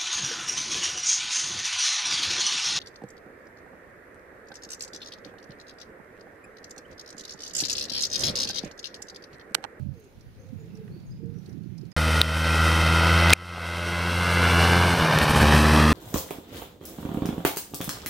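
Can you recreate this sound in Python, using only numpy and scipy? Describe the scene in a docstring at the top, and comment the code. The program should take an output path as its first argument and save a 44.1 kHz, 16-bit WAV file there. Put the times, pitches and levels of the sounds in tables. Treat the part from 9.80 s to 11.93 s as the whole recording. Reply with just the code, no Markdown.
"""Dove in a quiet street

A dove coos in gliding, near-pure tones while someone walks along with a hand-held camera. Light wind
buffets the two microphone ports as low shaped noise plus short thuds. A small metal piece, perhaps keys
or a zip pull, clinks close by as ringing modes. Dry ticks are short noise bands, small birds chirp far off
as fluttering glides, and the neighbourhood is a soft wash of shaped noise."""
import sys
import numpy as np
from scipy import signal
from scipy.fft import rfft, irfft
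from scipy.io import wavfile
from scipy.ndimage import uniform_filter1d

SR = 44100
rng = np.random.default_rng(int(sys.argv[2]) if len(sys.argv) > 2 else 0)


def wrap_up_sound(samples):
    """Save the sound to the file named by the first command line argument, as 16-bit audio."""
    columns = np.atleast_2d(samples).T
    # keep every value between -1 and 1, then stretch to whole-number steps
    tamed = np.clip(columns, -1, 1)
    steps = np.round(tamed * 32767).astype(np.int16)
    wavfile.write(sys.argv[1], SR, steps)


N = 93888
T = np.arange(N) / SR  # time [s]

# notes of the cooing, one list each: (time [s], pitch [Hz], level [dB])
COO_NOTES = [
    [(-.02, 613.5, -66), (.075, 573.4, -66), (.125, 532, -68), (.165, 475.7, -55), (.2, 436.8, -56),
     (.262, 396.5, -56), (.28, 387, -50.5)],
    [(.575, 489, -64), (.612, 535, -58.5), (.645, 533, -65), (.69, 519, -56.5), (.765, 497, -64)],
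    [(.625, 480, -58), (.665, 469, -57)],
    [(.782, 487.5, -56), (.825, 426, -55.5), (.86, 456, -58.5), (.885, 414, -56)],
    [(.932, 445, -51), (.96, 435.8, -56), (.99, 435.7, -49.5), (1.018, 444.8, -47.5), (1.04, 421.3, -54),
     (1.09, 409, -55.5), (1.135, 361.4, -55.5), (1.2, 331, -58)],
    [(1.4, 433.7, -51), (1.425, 463.5, -53), (1.465, 459, -48), (1.505, 463.3, -53), (1.54, 467, -56),
     (1.585, 449, -54.5)],
]
# husky band above one coo: (start [s], length [s], centre [Hz], level [dB])
HUSKY_BAND = (.56, 0.01, 912, -66.5)
# wind strength at each port: (time [s], level [dB])
WIND_LEFT = [(0, -73), (.35, -57), (.51, -49.5), (.55, -55.5), (.585, -40), (.67, -57.5), (.87, -46.5),
             (1.07, -51), (1.11, -35.5), (1.2, -51.5), (1.33, -32), (1.385, -46.5), (1.41, -67),
             (1.56, -74), (1.68, -43), (1.78, -76), (2.13, -67)]
WIND_RIGHT = [(0, -29.5), (.115, -30), (.2, -53.5), (.34, -66), (.38, -42.5), (.425, -64), (.465, -39),
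              (.59, -68), (.67, -39), (.77, -37.5), (.81, -41.5), (.97, -38.5), (1.08, -38.5), (1.29, -43),
              (1.405, -37), (1.43, -31), (1.61, -35.5), (1.66, -44.5), (1.75, -33.5), (1.9, -35.5),
              (2.06, -35), (2.13, -47)]
# relative colour of the wind rumble before its shift: (frequency [Hz], density [dB per Hz])
RUMBLE_LEFT = [(20, -20), (50, -10), (100, 0), (155, 0), (200, -10), (260, -24), (400, -37), (600, -52),
               (1500, -80)]
RUMBLE_RIGHT = [(20, -21), (50, -22), (95, 4), (155, 7.5), (230, -8.5), (340, -13.5), (450, -36.5),
                (600, -34), (1500, -83)]
# shift of the right port's rumble, higher in faster air: (time [s], frequency ratio [1])
EDDY_SHIFT = [(0, 0.88), (.5, 0.67), (1, 1.21), (1.45, 1.12), (2.1, 1.135)]
# single eddies thudding on the right port: (time [s], pitch [Hz], level [dB])
EDDY_THUDS = [(0.064, 190, -25), (0.732, 219, -26), (0.77, 99, -27), (1.12, 360, -34), (1.166, 345, -34),
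              (1.425, 173, -26), (1.435, 300, -29.5), (1.526, 310, -32.5), (1.689, 355, -32),
              (1.748, 286, -31.5), (1.774, 279, -28), (1.862, 298, -30), (1.9, 112, -27.5),
              (2.036, 354, -29.5)]
# clinks of metal: (time [s], level [dB], frequency around which the metal rings most [Hz])
CLINKS = [(.411, -56.5, 5740), (0.955, -57.5, 5750), (0.974, -57, 6600), (1.588, -62, 5700),
          (1.663, -52.5, 4450), (1.696, -58, 5600), (1.73, -58.5, 4800), (1.983, -50.5, 5240),
          (2.015, -59.5, 5000), (2.119, -54, 5000)]
# ringing modes of the metal, before random spread: (frequency [Hz], relative level [dB], t60 [s])
METAL_MODES = [(3860, -16, .025), (4370, -15, .035), (5025, -14, .06), (5740, -16, .05), (6600, -18, .03),
               (9390, -21, .04)]
# light dry ticks, like grit under a shoe: (time [s], level [dB], centre [Hz])
TICKS = [(0.198, -63.5, 10900), (0.242, -65, 6400), (1.078, -57, 1620), (1.836, -67.5, 4140),
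         (2.052, -64, 4150), (2.118, -59, 1700)]
# chirps of small birds: (start [s], length [s], start pitch [Hz], end pitch [Hz], level [dB])
CHIRPS = [(0.138, 0.15, 6290, 6600, -76), (0.58, 0.074, 6200, 6450, -74), (0.778, 0.048, 6850, 6850, -73.5),
          (0.869, 0.11, 2720, 2620, -76), (1.11, 0.054, 4190, 4750, -69.5),
          (1.165, 0.05, 4420, 4720, -74.5), (1.254, 0.046, 6660, 6310, -71.5),
          (1.303, 0.031, 4840, 5080, -65), (1.547, 0.045, 5700, 6000, -72.5)]
# relative colour of the distant street noise: (frequency [Hz], density [dB per Hz])
AIR_COLOUR = [(20, 7), (120, 7.5), (330, 10.5), (480, 6.5), (620, 1), (880, -2), (1100, -7.5), (1400, -4),
              (2500, -7), (3200, -12), (4200, -11.5), (6700, -17), (7800, -26), (9500, -19.5), (15500, -20)]
# its stereo balance: (frequency [Hz], left minus right [dB])
AIR_PAN = [(100, -4), (700, -1), (1500, -5), (2800, 0), (5500, -4.5), (9000, -4), (15000, -0.5)]
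# its left-right likeness: (frequency [Hz], correlation [1])
AIR_LIKENESS = [(100, 1), (600, 0.31), (1500, 0.069), (4000, 0.027)]
# its loudness: (time [s], level [dB])
AIR_LEVEL = [(0, -56), (.1, -60), (.18, -55.5), (.35, -56.5), (.68, -55.5), (1.12, -55), (1.47, -59.5),
             (1.6, -56.5), (1.69, -53.5), (1.8, -58), (2.13, -56.5)]

COO_EDGE_S, COO_JITTER, COO_SHIMMER_DB = .009, .011, 1.8  # jitter as a share of pitch, rms
OVERTONE_DB, COO_PAN_DB, COO_ECHO_DB = -33, 0.5, -12.5
FLUTTER_DB, FLUTTER_HZ = 1.4, 32
BUFFET_CYCLES = 1.23  # half-width of a thud, in cycles of its pitch
FAVOUR_DB, FAVOUR_HZ = 10.5, 435  # boost and half-width around a clink's favoured frequency
MODE_SPREAD_DB, MODE_DETUNE = 3, .012
SCRAPE_DB, SCRAPE_S = -12, 0.0043
CLINK_RISE_S, CLINK_PAN_DB, PORT_DELAY_S = 0.0035, -16, .0005
TICK_S, TICK_PAN_DB = 0.0061, -15
CRACKLE_DB, CRACKLE_PER_S = -71, 16
CHIRP_JITTER, CHIRP_FLUTTER_DB, CHIRP_FLUTTER_HZ = .018, 3.5, 70
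CHIRP_PAN_DB, CHIRP_ECHO_DB = -12, -2
STREET_T60_S = 0.5
AIR_PATCH_DB = 1.3
EDGE_HZ = 15700
FRAME, HOP = 2048, 512  # short-time spectra [samples]


def amp(db):
    """Decibels to gain."""
    return 10 ** (np.asarray(db) / 20)


def unit(x):
    """Scales to rms 1."""
    return x / np.sqrt(np.mean(x ** 2) + 1e-20)


def curve(points, t=T):
    """Reads a table over time."""
    return np.interp(t, *np.transpose(points))


def read(points, hz):
    """Reads a table over log frequency."""
    f, value = np.transpose(points)
    return np.interp(np.log(hz + 1), np.log(f + 1), value)


def glide(hz):
    """Phase [radians] of a tone whose pitch moves over time."""
    return 2 * np.pi * np.cumsum(hz) / SR


def pan(db):
    """Left and right gains for a level difference."""
    db = np.atleast_1d(db)
    return amp(np.array([db, -db]) / 2)


def add(mix, s, sound):
    """Mixes a sound in at a time."""
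    part = mix[max(round(s * SR), 0):][:len(sound)]
    part += sound[:len(part)]


def noise(lo_hz, hi_hz):
    """Noise of rms 1 between two soft edges."""
    f = np.fft.rfftfreq(N, 1 / SR) + 1e-3
    spectrum = rfft(rng.standard_normal(N))
    spectrum = spectrum / (1 + (f / hi_hz) ** 4) / (1 + (lo_hz / f) ** 4)
    return unit(irfft(spectrum, N))


def cells(shape):
    """Random complex short-time spectra."""
    return rng.standard_normal(shape) + 1j * rng.standard_normal(shape)


def frames():
    """Bin frequencies and frame times of the short-time spectra."""
    return np.fft.rfftfreq(FRAME, 1 / SR), np.arange(N // HOP + 3)[:, None] * HOP / SR


def sound_of(z):
    """Short-time spectra to a signal of rms 1."""
    x = signal.istft(np.swapaxes(z, -1, -2), nperseg=FRAME, noverlap=FRAME - HOP)[1]
    return unit(x[..., :N])


def smooth(x, size, axis=-1):
    """Running mean, applied twice."""
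    return uniform_filter1d(uniform_filter1d(x, size=size, axis=axis), size=size, axis=axis)


def street(x):
    """Scattered, decaying echoes from garden walls and house fronts, separate for each side."""
    t = np.arange(SR // 2) / SR
    hit = rng.random((2, len(t))) < 2000 / SR  # about 2000 echoes per second
    taps = rng.standard_normal(hit.shape) * hit * (t > .012) * amp(-60 * t / STREET_T60_S)
    taps /= np.linalg.norm(taps, axis=1, keepdims=True)
    return signal.fftconvolve(x[None], taps, axes=1)[:, :N]


def dove():
    """Each coo is an almost pure, slightly unsteady gliding tone; a faint husky band lies above one of them."""
    out = np.zeros(N)
    for note in COO_NOTES:
        s, hz, db = np.transpose(note)
        phase = glide(np.interp(T, s, hz) * (1 + COO_JITTER * noise(14, 50)))
        tone = unit(np.sin(phase) + amp(OVERTONE_DB) * np.sin(2 * phase))
        to_edge = np.minimum(T - s[0], s[-1] - T)
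        gate = np.sin(np.pi / 2 * np.clip(to_edge / COO_EDGE_S, 0, 1)) ** 2
        out += gate * amp(np.interp(T, s, db) + COO_SHIMMER_DB * noise(27, 27)) * tone
    start, length, hz, db = HUSKY_BAND
    size = round(length * SR)
    husk = noise(0.78, 16) * np.sin(2 * np.pi * hz * T)  # slow noise on a carrier
    add(out, start, amp(db) * husk[:size] * signal.windows.tukey(size))
    return pan(COO_PAN_DB) * (out + amp(COO_ECHO_DB) * street(out))


def rumble(level, spectrum, shift):
    """Turbulence at one port: low noise that follows the gusts and flutters."""
    hz, t = frames()
    x = sound_of(cells((len(t), len(hz))) * amp(read(spectrum, hz / shift)))
    x /= np.sqrt(smooth(x ** 2, 1400) + 1e-6)  # even out, so the gusts set the level
    return x * amp(curve(level) + FLUTTER_DB * noise(9.3, FLUTTER_HZ))


def wind():
    """Unrelated rumble at the two ports, with short thuds on the windward right one."""
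    left = rumble(WIND_LEFT, RUMBLE_LEFT, 0.95)
    right = rumble(WIND_RIGHT, RUMBLE_RIGHT, curve(EDDY_SHIFT, frames()[1]))
    for s, hz, db in EDDY_THUDS:
        cycles = hz * (T - s)
        bump = np.exp(-(cycles / BUFFET_CYCLES) ** 2)
        right += amp(db) * bump * np.sin(2 * np.pi * (cycles + rng.random()))
    return np.array([left, right])


def clinks():
    """Metal brushes metal: a brief scrape swells into a short, varying ring, at the right port first."""
    out = np.zeros(N)
    for s, db, main_hz in CLINKS:
        since = np.clip(T - s, 0, 1)
        swell = np.exp(-(np.minimum(T - s, 0) / CLINK_RISE_S) ** 2)
        for hz, level, t60 in METAL_MODES:
            favour = FAVOUR_DB * np.exp(-((hz - main_hz) / FAVOUR_HZ) ** 2)
            level = level + favour + MODE_SPREAD_DB * rng.uniform(-1.1, 1)
            mode_hz = hz * (1 + MODE_DETUNE * rng.uniform(-1.2, 1))
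            decay = amp(db + level - 60 * since / t60)
            out += swell * decay * np.sin(2 * np.pi * mode_hz * T)
        out += amp(db + SCRAPE_DB) * np.exp(-((T - s) / SCRAPE_S) ** 2) * noise(3900, 6600)
    late = np.roll(out, round(PORT_DELAY_S * SR))
    return pan(CLINK_PAN_DB) * np.array([late, out])


def ticks():
    """Dry, ringless ticks an octave wide, with a sparse crackle of faint ones at random times."""
    out, fade = np.zeros(N), np.exp(-T / TICK_S)
    crackle = []
    for place, size, octave in rng.random((round(CRACKLE_PER_S * N / SR), 3)):
        db = CRACKLE_DB + MODE_SPREAD_DB * (2 * size - 1)
        crackle.append((place * N / SR, db, 2700 * 2 ** octave))
    for s, db, hz in list(TICKS) + crackle:
        add(out, s, amp(db) * noise(hz / np.sqrt(2), hz * np.sqrt(2)) * fade)
    return pan(TICK_PAN_DB) * out


def small_birds():
    """Thin, wavering, fluttering glides, blurred by the street."""
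    out, waver = np.zeros(N), noise(18, 280)
    for start, length, from_hz, to_hz, db in CHIRPS:
        u = np.clip((T - start) / length, 0, 1)  # progress through the chirp
        hz = (from_hz + (to_hz - from_hz) * u) * (1 + CHIRP_JITTER * waver)
        swell = np.sqrt(2 * abs(np.sin(np.pi * u)))
        out += amp(db) * swell * np.sin(glide(hz))
    out *= unit(amp(CHIRP_FLUTTER_DB * noise(CHIRP_FLUTTER_HZ / 2, CHIRP_FLUTTER_HZ)))
    return pan(CHIRP_PAN_DB) * (out + amp(CHIRP_ECHO_DB) * street(out))


def air():
    """The neighbourhood's soft, gently uneven wash: shaped noise, less alike left to right in the treble."""
    hz, t = frames()
    a, b = cells((2, len(t), len(hz)))
    same = np.clip(read(AIR_LIKENESS, hz), -1, 1)
    # uneven patches over time and frequency
    patches = rng.standard_normal(a.shape)
    patches = uniform_filter1d(uniform_filter1d(patches, size=6, axis=0), size=30, axis=1)
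    colour = amp(read(AIR_COLOUR, hz) + AIR_PATCH_DB * unit(patches))
    z = np.array([a, same * a + np.sqrt(1 - same ** 2) * b]) * pan(read(AIR_PAN, hz))[:, None]
    return sound_of(z * colour) * amp(curve(AIR_LEVEL))


def scene():
    """Everything that reaches the two ports."""
    return dove() + wind() + clinks() + ticks() + small_birds() + air()


def record(dry):
    """The recorder's band limit: a steep low-pass."""
    lowpass = signal.firwin(511, EDGE_HZ, window=("kaiser", 9), fs=SR)
    return signal.oaconvolve(dry, lowpass[None], "same")


dry = scene()
out = record(dry)
wrap_up_sound(out)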